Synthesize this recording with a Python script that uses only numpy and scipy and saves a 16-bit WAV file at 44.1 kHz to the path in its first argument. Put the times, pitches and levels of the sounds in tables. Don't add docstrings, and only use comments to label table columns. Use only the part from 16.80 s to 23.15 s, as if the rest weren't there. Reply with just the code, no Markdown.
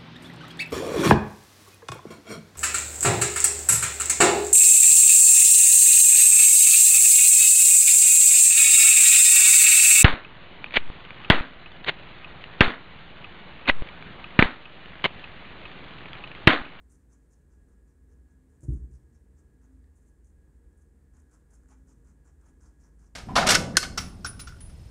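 import sys
import numpy as np
from scipy import signal
from scipy.fft import rfft, irfft
from scipy.io import wavfile
from scipy.ndimage import uniform_filter1d

SR = 44100
rng = np.random.default_rng(int(sys.argv[2]) if len(sys.argv) > 2 else 0)


def inscribe(sig):
    pcm = np.round(np.clip(np.atleast_2d(sig).T, -1, 1) * 32767)
    wavfile.write(sys.argv[1], SR, pcm.astype(np.int16))


def makeup_ratio(level_db):
    decades = np.asarray(level_db, float) / 20
    return 10 ** decades


N = 280035


def level(x, db):
    return x * makeup_ratio(db) / np.sqrt(np.mean(x ** 2))


def colour(x, points):
    hz, db = np.transpose(points)
    f = np.maximum(np.fft.rfftfreq(len(x), 1 / SR), 1)
    gain = makeup_ratio(np.interp(np.log(f), np.log(hz), db, left=-90))
    return irfft(rfft(x) * gain, len(x))


def ring(x, hz, width):
    return signal.lfilter(*signal.iirpeak(hz, hz / width, SR), x)


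def noise():
    return rng.standard_normal(N)


def walk(rate):
    k = int(SR / rate)
    steps = np.repeat(rng.standard_normal(N // k + 1), k)
    return 1.298 * uniform_filter1d(uniform_filter1d(steps, k), k)[:N]


def ticks(per_s, spread_db):
    hit = rng.random(N) < per_s / SR
    return level(hit * rng.standard_normal(N) * makeup_ratio(spread_db * rng.exponential(size=N)), 0)


def tone(hz):
    return np.sqrt(2) * np.sin(2 * np.pi * np.cumsum(hz) / SR)


# frequency in Hz, density in dB per Hz.
RUMBLE_SPECTRUM = [(15, -29.5), (25, -15.5), (49, -1), (71, 1), (88, -12), (119, -12.5), (275, -16),
                   (374, -18.5), (448, -22.5), (560, -28.5), (700, -50), (910, -73.5), (1540, -120)]
# frequency in Hz, width in Hz, rms level in dB.
RUMBLE_MODES = [(41.7, 6.3, -70), (126.1, 6.7, -78), (139.1, 7.3, -76), (151.5, 2.1, -79), (194, 6, -77.5),
                (228, 3.6, -82), (302.6, 5, -79.5), (330, 14, -86), (420.7, 5.7, -84.5), (466.9, 15, -82)]


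def rumble():
    out = level(colour(noise(), RUMBLE_SPECTRUM), -61.5) * makeup_ratio(.8 * walk(5.4))
    for hz, width, db in RUMBLE_MODES:
        mode = ring(ring(noise(), hz, width), hz, 3 * width)
        out += level(mode, db) * makeup_ratio(.7 * walk(2.9))
    return out


# frequency in Hz, wander in Hz, level in dB, flutter in dB.
HUMS = [
    (55.6, 2.5, -61.5, 1),
    (75.66, 1.2, -66, 2.5),
    (260, 2.0, -79.5, 4),
]
# centre in seconds, level in dB, length in seconds.
HUM_SWELLS = [
    [(0.0, -55.5, 0.069), (0.95, -61.5, 0.17), (1.41, -56, .06), (3.0, -58.5, 0.14), (3.45, -59, .15),
     (3.88, -51, 0.021), (4.7, -62, 0.041), (5.2, -58.5, 0.39), (5.82, -59, 0.037), (6.2, -58.5, 0.11)],
    [(0.074, -65, .04), (1.3, -63, .12), (1.7, -61.5, 0.13), (3.03, -59.5, 0.11), (3.88, -63, 0.4),
     (4.4, -58.5, 0.051), (4.7, -65, .05), (5.55, -62, 0.11), (5.83, -59, 0.04)],
    [(0.17, -72.5, 0.12), (0.88, -74, 0.042), (1.3, -71, 0.13), (1.62, -69.5, 0.11), (2.93, -62, 0.06),
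     (3.3, -77.5, .08), (3.98, -74, 0.041), (4.4, -72.5, 0.072), (4.98, -68.5, 0.18), (5.72, -68.5, 0.026),
     (6.35, -73.5, 0.064)],
]


def hums():
    t, out = np.arange(N) / SR, np.zeros(N)
    for (hz, wander_hz, db, flutter_db), swells in zip(HUMS, HUM_SWELLS):
        power = makeup_ratio(2 * (db + flutter_db * walk(7.4)))
        for s, top_db, length in swells:
            power += makeup_ratio(2 * top_db) * np.exp(-((t - s) / length) ** 2)
        out += tone(hz + wander_hz * walk(8)) * np.sqrt(power)
    return out


# time in seconds, level in dB.
WHINE_LOAD = [
    (0.0, -92),
    (0.8, -84.5),
    (1.5, -84.5),
    (3.3, -88),
    (4.4, -83),
    (5.0, -90),
    (6.1, -83),
]


def whine():
    pitch = 1660 + 5.0 * walk(40)
    load_db = np.interp(np.arange(N) / SR, *np.transpose(WHINE_LOAD)) - 1.5
    return makeup_ratio(load_db + 3.1 * walk(20)) * (tone(pitch) + makeup_ratio(-24) * tone(2 * pitch))


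# frequency in Hz, density in dB per Hz.
HISS_SPECTRUM = [(350, -3.5), (600, -2), (900, -3), (1300, -7.5), (1750, -3.5), (2100, -11.5),
                 (3100, -19.5), (5800, -19.5), (7100, -13.5), (8200, -11.5), (9800, -14), (10400, -20),
                 (13000, -21.5), (15600, -22)]


def hiss():
    return level(colour(noise(), HISS_SPECTRUM), -78.5) * makeup_ratio(0.44 * walk(11))


def stirring():
    t = np.arange(N) / SR
    still_db, stir_db, stir_s = -95, -6.5, .3
    shake_s, shake_db, rise_s, t60_s = 1.98, -73.5, .08, .9
    since = t - shake_s
    shake = makeup_ratio(2 * (shake_db - 60 * np.maximum(since, 0) / t60_s))
    power = makeup_ratio(2 * still_db) + shake * np.exp(-(np.minimum(since, 0) / rise_s) ** 2)
    for s, _, crunch_db, _ in CHEWS:
        settling = np.exp(-np.abs(t - s) / stir_s) * (t > s - .01) / 2
        power += makeup_ratio(2 * (crunch_db + stir_db)) * settling
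    return np.sqrt(power)


# frequency in Hz, density in dB per Hz.
RUSTLE_SPECTRUM = [(4000, -24), (5500, -11.5), (6300, -2.5), (7500, 1), (9700, -4.5), (10400, -15),
                   (13000, -34)]


def rustle():
    return level(colour(ticks(9000, 1.1), RUSTLE_SPECTRUM), -9.5) * stirring()


# start in seconds, length in seconds, crunch in dB, jaw in dB.
CHEWS = [(0.094, 0.07, -72.5, -83), (0.296, 0.069, -77, -77.5), (0.501, 0.049, -76.5, -82),
         (0.696, 0.07, -83, -81), (0.88, 0.068, -84.5, -79.5), (1.07, 0.061, -85, -86),
         (1.284, 0.06, -85, -85), (1.472, 0.07, -88.5, -84), (2.107, 0.071, -75, -83),
         (2.324, 0.062, -82, -85), (2.565, 0.055, -80.5, -84), (2.809, 0.061, -79.5, -78.5),
         (3.016, 0.077, -91, -87), (3.154, 0.045, -78.5, -93), (3.203, 0.059, -83, -90),
         (3.256, 0.048, -79.5, -91), (3.44, 0.07, -77.5, -100), (3.972, 0.07, -77.5, -87),
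         (4.331, 0.078, -75, -74), (4.507, 0.071, -73.5, -73), (4.701, 0.068, -73, -75.5),
         (4.882, 0.065, -72.5, -68.5), (5.07, 0.068, -73, -75), (5.241, 0.084, -78, -75.5),
         (5.445, 0.068, -76.5, -74), (5.607, 0.11, -76.5, -73.5), (5.804, 0.097, -72.5, -72),
         (5.995, 0.1, -76, -77), (6.187, 0.1, -76, -77)]
# start in seconds, length in seconds, scrape in dB, knock in dB.
SCUFFS = [
    (1.687, 0.09, -84.5, -90),
    (1.807, 0.024, -75, -96),
    (1.829, 0.027, -66, -80.5),
    (1.864, 0.126, -77, -81.5),
]
# time in seconds, brightness in dB.
FACING = [(0.1, 1.5), (0.75, -2), (1.5, -1), (1.7, 4), (1.95, 2.5), (2.3, -2.5), (2.9, 1), (3.15, 6),
          (4.05, 7), (4.3, 0), (5.5, -.5), (6.2, -3.5)]
# frequency in Hz, density in dB per Hz.
CRUNCH_SPECTRUM = [(2000, -39), (3500, -26.5), (4400, -20), (5200, -8), (6200, -0.5), (7200, 0.5),
                   (8200, -4.5), (9500, -3.5), (10300, -11.5), (11800, -24.5), (14000, -20.5)]
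# frequency in Hz, width in Hz, level in dB.
SKULL_MODES = [(1053, 600, 8.5), (1460, 300, 5.5), (650, 250, 3), (2380, 530, -13)]
PEAK_PLACE = .53


def crushed_cells():
    t = np.arange(N) / SR
    tilt_db = np.interp(t, *np.transpose(FACING))
    for s, length, _, _ in CHEWS:
        tilt_db -= ((t - s) / length - .5) * (t > s) * (t < s + length)
    shared, cells = walk(70), 0
    for hz in np.arange(4000, 13000, 800):
        patch_db = 2.5 * shared + 2.4 * walk(45) + tilt_db * np.clip((hz - 7300) / 1300, -2.2, .4)
        cells = cells + ring(ring(ticks(1200, 2.2), hz, 1000), hz, 1700) * makeup_ratio(patch_db)
    return colour(level(cells, 0) + level(ticks(600, 1.5), -13.5), CRUNCH_SPECTRUM)


def skull_thud():
    out = np.zeros(N)
    for hz, width, db in SKULL_MODES:
        out += makeup_ratio(db + 2.0 * walk(30)) * ring(ring(ticks(4000, 1.5), hz, width), hz, 2 * width)
    return out


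def chewing():
    t, out = np.arange(N) / SR, np.zeros(N)
    cells, skull = crushed_cells(), skull_thud()
    for s, length, crunch_db, jaw_db in CHEWS + SCUFFS:
        stroke = slice(int((s - .01) * SR), int((s + length + 0.058) * SR))
        along = (t[stroke] - s) / length
        meet = np.clip(along * length / 0.0034, 0, 1)
        let_go = np.clip((1 - along) * length / 0.0056, 0, 1)
        press = meet * let_go * (0.73 + 0.41 * np.exp(-((along - PEAK_PLACE) / 0.2) ** 2))
        thud = np.exp(-((along - PEAK_PLACE) / 0.5) ** 2)
        out[stroke] += press * level(cells[stroke], crunch_db)
        out[stroke] += thud * level(skull[stroke], jaw_db)
    return out


def burst(hz, rise):
    t = np.arange(512) / SR
    return np.sin(2 * np.pi * hz * t) * (t / rise) * np.exp(1 - t / rise)


# time in seconds, peak in dB, pitch in Hz.
SNAPS = [(1.702, -63, 8820), (0.1216, -53, 9710), (0.3217, -62, 6170), (0.5277, -64, 6470),
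         (1.8082, -51, 8000), (1.8366, -51.5, 8800), (1.9485, -61, 7180), (2.1385, -59, 6010),
         (2.155, -58, 5520), (2.5845, -63, 6830), (2.8345, -63, 6830), (3.4685, -64, 7520),
         (3.929, -62, 8190), (3.9863, -63, 7800), (4.368, -57, 7050), (4.4204, -57, 9300),
         (4.4962, -64, 7040), (4.5146, -59, 8880), (4.5531, -61, 7240), (4.7396, -54, 7170),
         (4.8344, -61.5, 7490), (4.8589, -63, 7580), (4.8988, -61, 6890), (5.0833, -59, 6240),
         (5.2724, -58, 7880), (5.4625, -60, 6670), (5.66, -64, 6510), (5.8656, -58, 6480),
         (6.0711, -64, 6900), (6.2253, -63, 6250)]
# time in seconds, peak in dB, low pitch in Hz, high pitch in Hz.
CLAW = (3.042, -67, 1800, 4000)


def snaps():
    out, fibres = np.zeros((2, N))
    starts, _, crunch_db, jaw_db = np.transpose(sorted(CHEWS + SCUFFS))
    bite_hz = 7350 + 258 * np.interp(starts, *np.transpose(FACING))
    bites = list(zip(starts + 0.0073, crunch_db + 13.5, bite_hz))
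    for s, db, hz in SNAPS + bites:
        knock_db = np.interp(s, starts, jaw_db) + 9.5
        fibres[int(s * SR):][:512] += makeup_ratio(db - 1.5) * burst(hz, .85 / hz)
        out[int(s * SR):][:512] += makeup_ratio(knock_db - 4.5) * burst(1500, .0005)
    s, db, low_hz, high_hz = CLAW
    out[int(s * SR):][:512] += makeup_ratio(db) * (burst(low_hz, .0012) + burst(high_hz, .00013))
    return out + signal.sosfilt(signal.butter(4, 4800, "high", fs=SR, output="sos"), fibres)


def tiles(x):
    t60_s, tail_db = .35, -6
    t = np.arange(SR // 2) / SR
    tail = rng.standard_normal(len(t)) * makeup_ratio(-60 * t / t60_s) * np.minimum(t / 0.0018, 1)
    return x + signal.fftconvolve(x, tail * makeup_ratio(tail_db) / np.sqrt(np.sum(tail ** 2)))[:N]


# time in seconds, push in dB, push length in seconds, slap in dB.
LANDINGS = [
    (1.831, -21, .0012, -57),
    (1.846, -24, .003, -66),
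    (1.8838, 1, .003, -62),
]
# frequency in Hz, level in dB, T60 in seconds, sign at the
ROOM_MODES = [(40.9, -34.5, 0.598, -1), (47.2, -27.2, 0.192, 1), (56.2, -28.4, 0.8, 1),
              (65.5, -27.2, 0.77, -1), (75.2, -43.1, 1.12, 1), (83.7, -26.5, 0.175, -1),
              (118.1, -30.3, 0.2, -1), (120.9, -23.5, 0.057, -1), (125.5, -41, 1.0, 1),
              (138.8, -30.0, 0.227, 1), (151.3, -27.3, 0.175, 1), (180.6, -46, 0.8, 1),
              (226.0, -53, 0.8, 1), (267.5, -39.9, 0.048, 1), (289.2, -32.2, 0.213, 1),
              (307.2, -45.1, 0.128, -1), (355.3, -44.0, 0.128, -1), (399.8, -43.4, 0.4, -1),
              (334.6, -28.5, 0.17, 1), (216, -57, 0.25, -1), (155, -44.5, 0.054, 1), (460, -39, .12, 1)]


def thump():
    t = np.arange(int(1.5 * SR)) / SR
    modes = np.zeros(len(t))
    for hz, db, t60, sign in ROOM_MODES:
        modes += np.sign(sign) * makeup_ratio(db - 60 * t / t60) * np.sin(2 * np.pi * hz * t)
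    wash = colour(rng.standard_normal(len(t)), [(70, -15.5), (130, -18), (300, -10.5), (450, -9.5),
                                                (700, -30), (1500, -44), (20000, -86.5)])
    wash = level(wash, -37.5) * makeup_ratio(-60 * t / 0.67) * np.minimum(t / 0.0079, 1)
    return modes + wash


def hop():
    slap_hz, slap_t60_s = 415, 0.1
    push, slap = np.zeros((2, N))
    for s, db, length, slap_db in LANDINGS:
        since = np.arange(N) / SR - s
        pad = np.sin(np.pi * np.clip(since / length + .5, 0, 1))
        push += makeup_ratio(db) * pad / pad.sum()
        slap += makeup_ratio(slap_db - 60 * np.abs(since) / slap_t60_s) * np.clip(since / 0.0038, 0, 1)
    fur = level(ring(ring(noise(), slap_hz, 320), slap_hz, 370), 0)
    return signal.fftconvolve(push, thump())[:N] + slap * fur


def scene():
    room = rumble() + hums() + whine() + hiss() + rustle()
    return (room + tiles(chewing() + snaps()) + hop())[None]


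def band_limit(x):
    return signal.sosfilt(signal.butter(12, 15610, fs=SR, output="sos"), x)


def record(dry):
    top_cut = signal.ellip(8, .2, 60, 15700, fs=SR, output="sos")
    bass_cut = signal.butter(2, 30, "high", fs=SR, output="sos")
    mix = signal.sosfiltfilt(bass_cut, signal.sosfilt(top_cut, dry))
    return band_limit(mix)


dry = scene()
out = record(dry)
inscribe(out)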